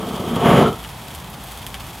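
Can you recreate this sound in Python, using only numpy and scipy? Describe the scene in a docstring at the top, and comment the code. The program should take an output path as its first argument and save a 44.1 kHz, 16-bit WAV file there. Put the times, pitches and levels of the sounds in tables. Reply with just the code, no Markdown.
"""Flare-up on an outdoor grill

Fat flares up: a turbulent rush of air swells, buffets the microphone, excites hollow resonances and
dies away with a faint whistle. The meat sizzles in countless tiny bursts, and sharper pops of fat
echo briefly off the grill. Underneath, the fire rumbles in the murmur of the open air."""
import sys
import numpy as np
from scipy import signal
from scipy.fft import rfft, irfft
from scipy.io import wavfile
from scipy.ndimage import uniform_filter1d

SR = 44100
rng = np.random.default_rng(int(sys.argv[2]) if len(sys.argv) > 2 else 0)


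def wav_record(signal):
    """Record a signal, one row per channel, as 16-bit PCM in the file named by sys.argv[1]."""
    frames = np.transpose(np.atleast_2d(signal))
    bounded = np.clip(frames, -1, 1)
    # unit amplitude maps onto the largest positive 16-bit level
    quanta = np.round(bounded * 32767).astype(np.int16)
    wavfile.write(sys.argv[1], SR, quanta)


N = 88200
TIME = np.arange(N) / SR
HZ = np.fft.rfftfreq(N, 1 / SR)

# Envelope of the rush of air: time_s, level_db
RUSH_ENVELOPE = [(0, -27), (.26, -26), (.31, -22), (.37, -19), (.405, -22), (.468, -10.5), (.545, -10),
                 (.565, -11), (.585, -9.5), (0.631, -11.5), (.69, -17.5), (.742, -32), (.775, -37.5)]
# Spectrum of its dull roar: frequency_hz, relative_db
ROAR_SPECTRUM = [(25, -48), (55, -18), (100, -7), (160, 1.5), (230, -0.5), (290, -5.5), (420, -5),
                 (530, -7.5), (720, -10), (1000, -15.5), (1310, -12), (1450, -27), (2600, -32.5),
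                 (3100, -24), (3400, -27.5), (4000, -35), (8000, -48), (16000, -56)]
# Spectrum of the rasp in the strongest flow: frequency_hz, relative_db
RASP_SPECTRUM = [(200, -7), (700, 10), (1300, 2.5), (1600, 2.5), (2100, -0.5), (2750, -4.5), (2950, -6),
                 (3400, -36), (3900, -27), (5500, -21.5), (7500, -24), (13000, -22), (16000, -29)]
# Hollow resonances that the air excites: centre_hz, width_hz, lift_db
HOLLOW_RESONANCES = [(232, 30, 3), (391, 20, 4), (439, 22, 4), (694, 28, 5), (917, 30, 9), (1115, 55, 6),
                     (1305, 18, 6), (1518, 30, 6), (2112, 24, 7), (3000, 120, 5), (6880, 260, 10),
                     (10020, 260, 11), (11100, 450, 10)]
# Stereo width of the rush: frequency_hz, side_gain_db
RUSH_SPREAD = [(30, -28), (200, -55), (500, -43), (1000, -33), (1600, -34), (2500, -28), (3200, -23),
               (4500, -11), (8000, -25), (16000, -14)]
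# Spectrum of the sizzling fat: frequency_hz, relative_db
SIZZLE_SPECTRUM = [(300, -15), (1200, -4.5), (2200, 5.5), (2850, 5.5), (3330, 10.5), (3750, 3.5), (5000, 1),
                   (7800, 0), (11000, 1), (13500, -1), (15300, -5.5), (16000, -7)]
# Envelope of the sizzle: time_s, gain_db
SIZZLE_ENVELOPE = [(0, -40), (.3, -39.5), (.75, -42), (.95, -41), (1.17, -40.5), (1.27, -43.5),
                   (1.52, -39.5), (1.7, -42.5), (1.82, -41), (2, -40)]
# Bursting drops of fat: start_s, relative_db, treble_tilt_db_per_octave
FAT_POPS = [(0.0883, -13, 3), (0.359, -4, -3), (0.7296, -7.5, -0.5), (0.84, -9.5, -3.5),
            (0.848, -7.5, -5.5), (1.0830, -17, 5), (1.1060, -11.5, -2), (1.1495, -3.5, 2), (1.3005, -14, 7),
            (1.4395, -15, 11), (1.4614, -12, 0), (1.519, -8, 3), (1.5748, -9, 2.5), (1.6293, -9.5, -2.5),
            (1.6660, 0, 0.5), (1.7434, 0, -3.5), (1.8070, -14.5, -8.5), (1.869, -10, 1)]
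# Spectrum of a pop before its tilt: frequency_hz, relative_db
POP_SPECTRUM = [(200, -26), (900, 1), (2000, 3), (2700, 7.5), (3250, 14.5), (3900, 1.5), (6000, -1),
                (11000, 4), (14000, 0), (16000, -18)]
# Spectrum of the fire's rumble: frequency_hz, relative_db
RUMBLE_SPECTRUM = [(20, -38), (36, -24), (54, 7), (75, -1), (145, -1), (210, -6), (300, -16.5), (600, -31),
                   (2000, -70)]
# Spectrum of the open air: frequency_hz, relative_db
MURMUR_SPECTRUM = [(20, -21), (150, -14.5), (320, -6.5), (560, -7.5), (700, -3), (800, -1), (970, -3),
                   (1120, -5), (1400, -9), (2500, -17.5), (6000, -29.5), (16000, -48)]
# Stereo width of the fat, fire and open air: frequency_hz, side_gain_db
SCENE_SPREAD = [(30, -25), (100, -23.5), (200, -19.5), (500, -11), (850, -19.5), (2000, -10), (2800, -9),
                (3300, -14.5), (4000, -7), (5000, -11), (6500, -16.5), (8000, -19.5), (16000, -18)]


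def air_rush():
    """Turbulence drives hollow resonances; its rasp grows faster than its roar as the flow rises."""
    release_db_per_s, flutter_db, rasp_lead_s = 187, 1.12, 0.019
    times_s, levels_db = np.transpose(RUSH_ENVELOPE)
    level_db = np.interp(TIME, times_s, levels_db) - release_db_per_s * np.maximum(TIME - times_s[-1], 0)
    hollows_db = sum(lift_db / (1 + (2 * (HZ - centre_hz) / width_hz) ** 2)
                     for centre_hz, width_hz, lift_db in HOLLOW_RESONANCES)
    flutter = unit(amp(flutter_db * wander(rate_hz=70.7)))
    roar = even_noise(spectrum(ROAR_SPECTRUM) + hollows_db, RUSH_SPREAD) * flutter * amp(level_db)
    # The rasp and a narrow airy band run just ahead of the roar; the band persists in gentle flow.
    full_flow_db, rasp_growth, airy_growth = -11, 1.68, 0.62
    excess_db = np.interp(TIME + rasp_lead_s, TIME, level_db) - full_flow_db
    rasp = even_noise(spectrum(RASP_SPECTRUM) + hollows_db, RUSH_SPREAD)
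    airy = noise(resonance(centre_hz=3210, half_width_hz=220))
    return roar + rasp * amp(-20.5 + rasp_growth * excess_db) + airy * amp(-34.5 + airy_growth * excess_db)


def whistle():
    """Narrow resonance gives noise a pitch: one hollow sings briefly as the rush dies away."""
    peak_s, peak_db, rise_db_per_s, fall_db_per_s = 0.668, -23.5, 250, 214
    since_s = TIME - peak_s
    level_db = peak_db + np.minimum(rise_db_per_s * since_s, -fall_db_per_s * since_s)
    return even_noise(resonance(centre_hz=1305, half_width_hz=40), RUSH_SPREAD) * amp(level_db)


def fat_pops():
    """Each bursting drop of fat is an impulsive source: one sharp snap, then its reflections."""
    out = np.zeros((2, N))
    treble_octaves = np.log2(np.maximum(HZ, 1500) / 6000)
    for start_s, relative_db, tilt_db_per_octave in FAT_POPS:
        tone_db = spectrum(POP_SPECTRUM) + tilt_db_per_octave * treble_octaves
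        mid = colour(signal.unit_impulse(N) + grill_echo(), tone_db)
        side = colour(grill_echo(), tone_db)
        snap = amp(relative_db - 9) * stereo(mid, side, SCENE_SPREAD)
        start = round(start_s * SR)
        out[:, start:] += snap[:, :N - start]
    return out


def sizzle():
    """Shot noise: thousands of tiny, independent bursts of fat superpose over a fine hiss."""
    bursts_per_s, size_spread_db, waver_db = 2500, 7, 1.01
    tone_db = spectrum(SIZZLE_SPECTRUM)
    sizes = amp(size_spread_db * np.minimum(rng.exponential(1, N), 4.5))
    clicks = sizes * rng.choice([-1, 1], N) * (rng.random(N) < bursts_per_s / SR)
    mid = unit(colour(clicks + signal.fftconvolve(clicks, grill_echo())[:N], tone_db))
    side = unit(colour(signal.fftconvolve(clicks, grill_echo())[:N], tone_db))
    bursts = amp(-4) * stereo(mid, side, SCENE_SPREAD)
    hiss = amp(-2.5) * even_noise(tone_db, SCENE_SPREAD)
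    gain_db = np.interp(TIME, *np.transpose(SIZZLE_ENVELOPE)) + waver_db * wander(rate_hz=35)
    return (bursts + hiss) * amp(gain_db)


def grill_echo():
    """Impulse response around a burst: a short ring, then delayed reflections from the grill."""
    ring = amp(-8) * reflections(delay_s=0, t60_s=0.032)
    echo = amp(-1.5) * reflections(delay_s=0.0025, t60_s=0.077)
    return ring + echo


def fire_rumble():
    """Combustion noise lies at low frequencies and wavers slowly in level, by about a decibel."""
    return even_noise(spectrum(RUMBLE_SPECTRUM), SCENE_SPREAD) * amp(-38 + wander(rate_hz=5.4))


def open_air():
    """Stationary broadband noise forms the murmur of the outdoors."""
    return even_noise(spectrum(MURMUR_SPECTRUM), SCENE_SPREAD) * amp(-39.5)


def amp(db):
    """Amplitude ratio of a level in decibels."""
    return 10 ** (np.asarray(db) / 20)


def unit(x):
    """Normalisation to an rms of one."""
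    return x / np.sqrt(np.mean(x ** 2) + 1e-20)


def spectrum(points):
    """Gain in dB, interpolated on a logarithmic frequency axis."""
    hz, db = np.transpose(points)
    return np.interp(np.log(HZ + 1), np.log(hz + 1), db)


def resonance(centre_hz, half_width_hz):
    """Gain in dB of a steep-sided resonance, 6 dB down at one half-width from its centre."""
    return -20 * np.log10(1 + ((HZ - centre_hz) / half_width_hz) ** 2)


def colour(x, gain_db):
    """Minimum-phase filter: folding the cepstrum onto positive time makes the response causal."""
    cepstrum = irfft(np.log(amp(np.maximum(gain_db, -100))), N)
    cepstrum[1:N // 2] *= 2
    cepstrum[N // 2 + 1:] = 0
    return irfft(rfft(x) * np.exp(rfft(cepstrum)), N)


def noise(shape_db):
    """Gaussian noise of the given spectral shape and unit rms."""
    return unit(irfft(rfft(rng.standard_normal(N)) * amp(shape_db), N))


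def wander(rate_hz):
    """Random modulation of unit rms, mainly in the two octaves below the given rate."""
    white = rfft(rng.standard_normal(N))
    return unit(irfft(white * (HZ > rate_hz / 4) / (1 + (HZ / rate_hz) ** 4), N))


def stereo(mid, side, spread):
    """Mid-side stereo: an unrelated signal, opposite in sign at the two ears, widens the sound."""
    side = colour(side, spectrum(spread))
    return np.array([mid + side, mid - side])


def even_noise(shape_db, spread):
    """Stereo noise whose mid signal is levelled by its running rms over 50 ms."""
    mid = noise(shape_db)
    running_rms = np.sqrt(uniform_filter1d(mid ** 2, size=2200, mode="wrap"))
    return stereo(mid / running_rms, noise(shape_db), spread)


def reflections(delay_s, t60_s):
    """Diffuse reflections of unit energy, decaying exponentially by 60 dB in t60_s."""
    decay = amp(-60 * np.maximum(TIME - delay_s, 0) / t60_s)
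    response = rng.standard_normal(N) * (TIME > delay_s) * decay
    return response / np.linalg.norm(response)


def scene():
    """Superposition: the pressures of the independent sources add."""
    return air_rush() + whistle() + fire_rumble() + open_air() + sizzle() + fat_pops()


def record(dry):
    """Soft saturation rounds the highest peaks; a low-pass filter then limits the bandwidth."""
    ceiling, cutoff_hz = 1.2, 15900
    rounded = dry / (1 + (dry / ceiling) ** 4) ** (1 / 4)
    low_pass = signal.firwin(511, cutoff_hz, window=("kaiser", 9), fs=SR)
    return signal.oaconvolve(rounded, low_pass[None], "same")


dry = scene()
out = record(dry)
wav_record(out)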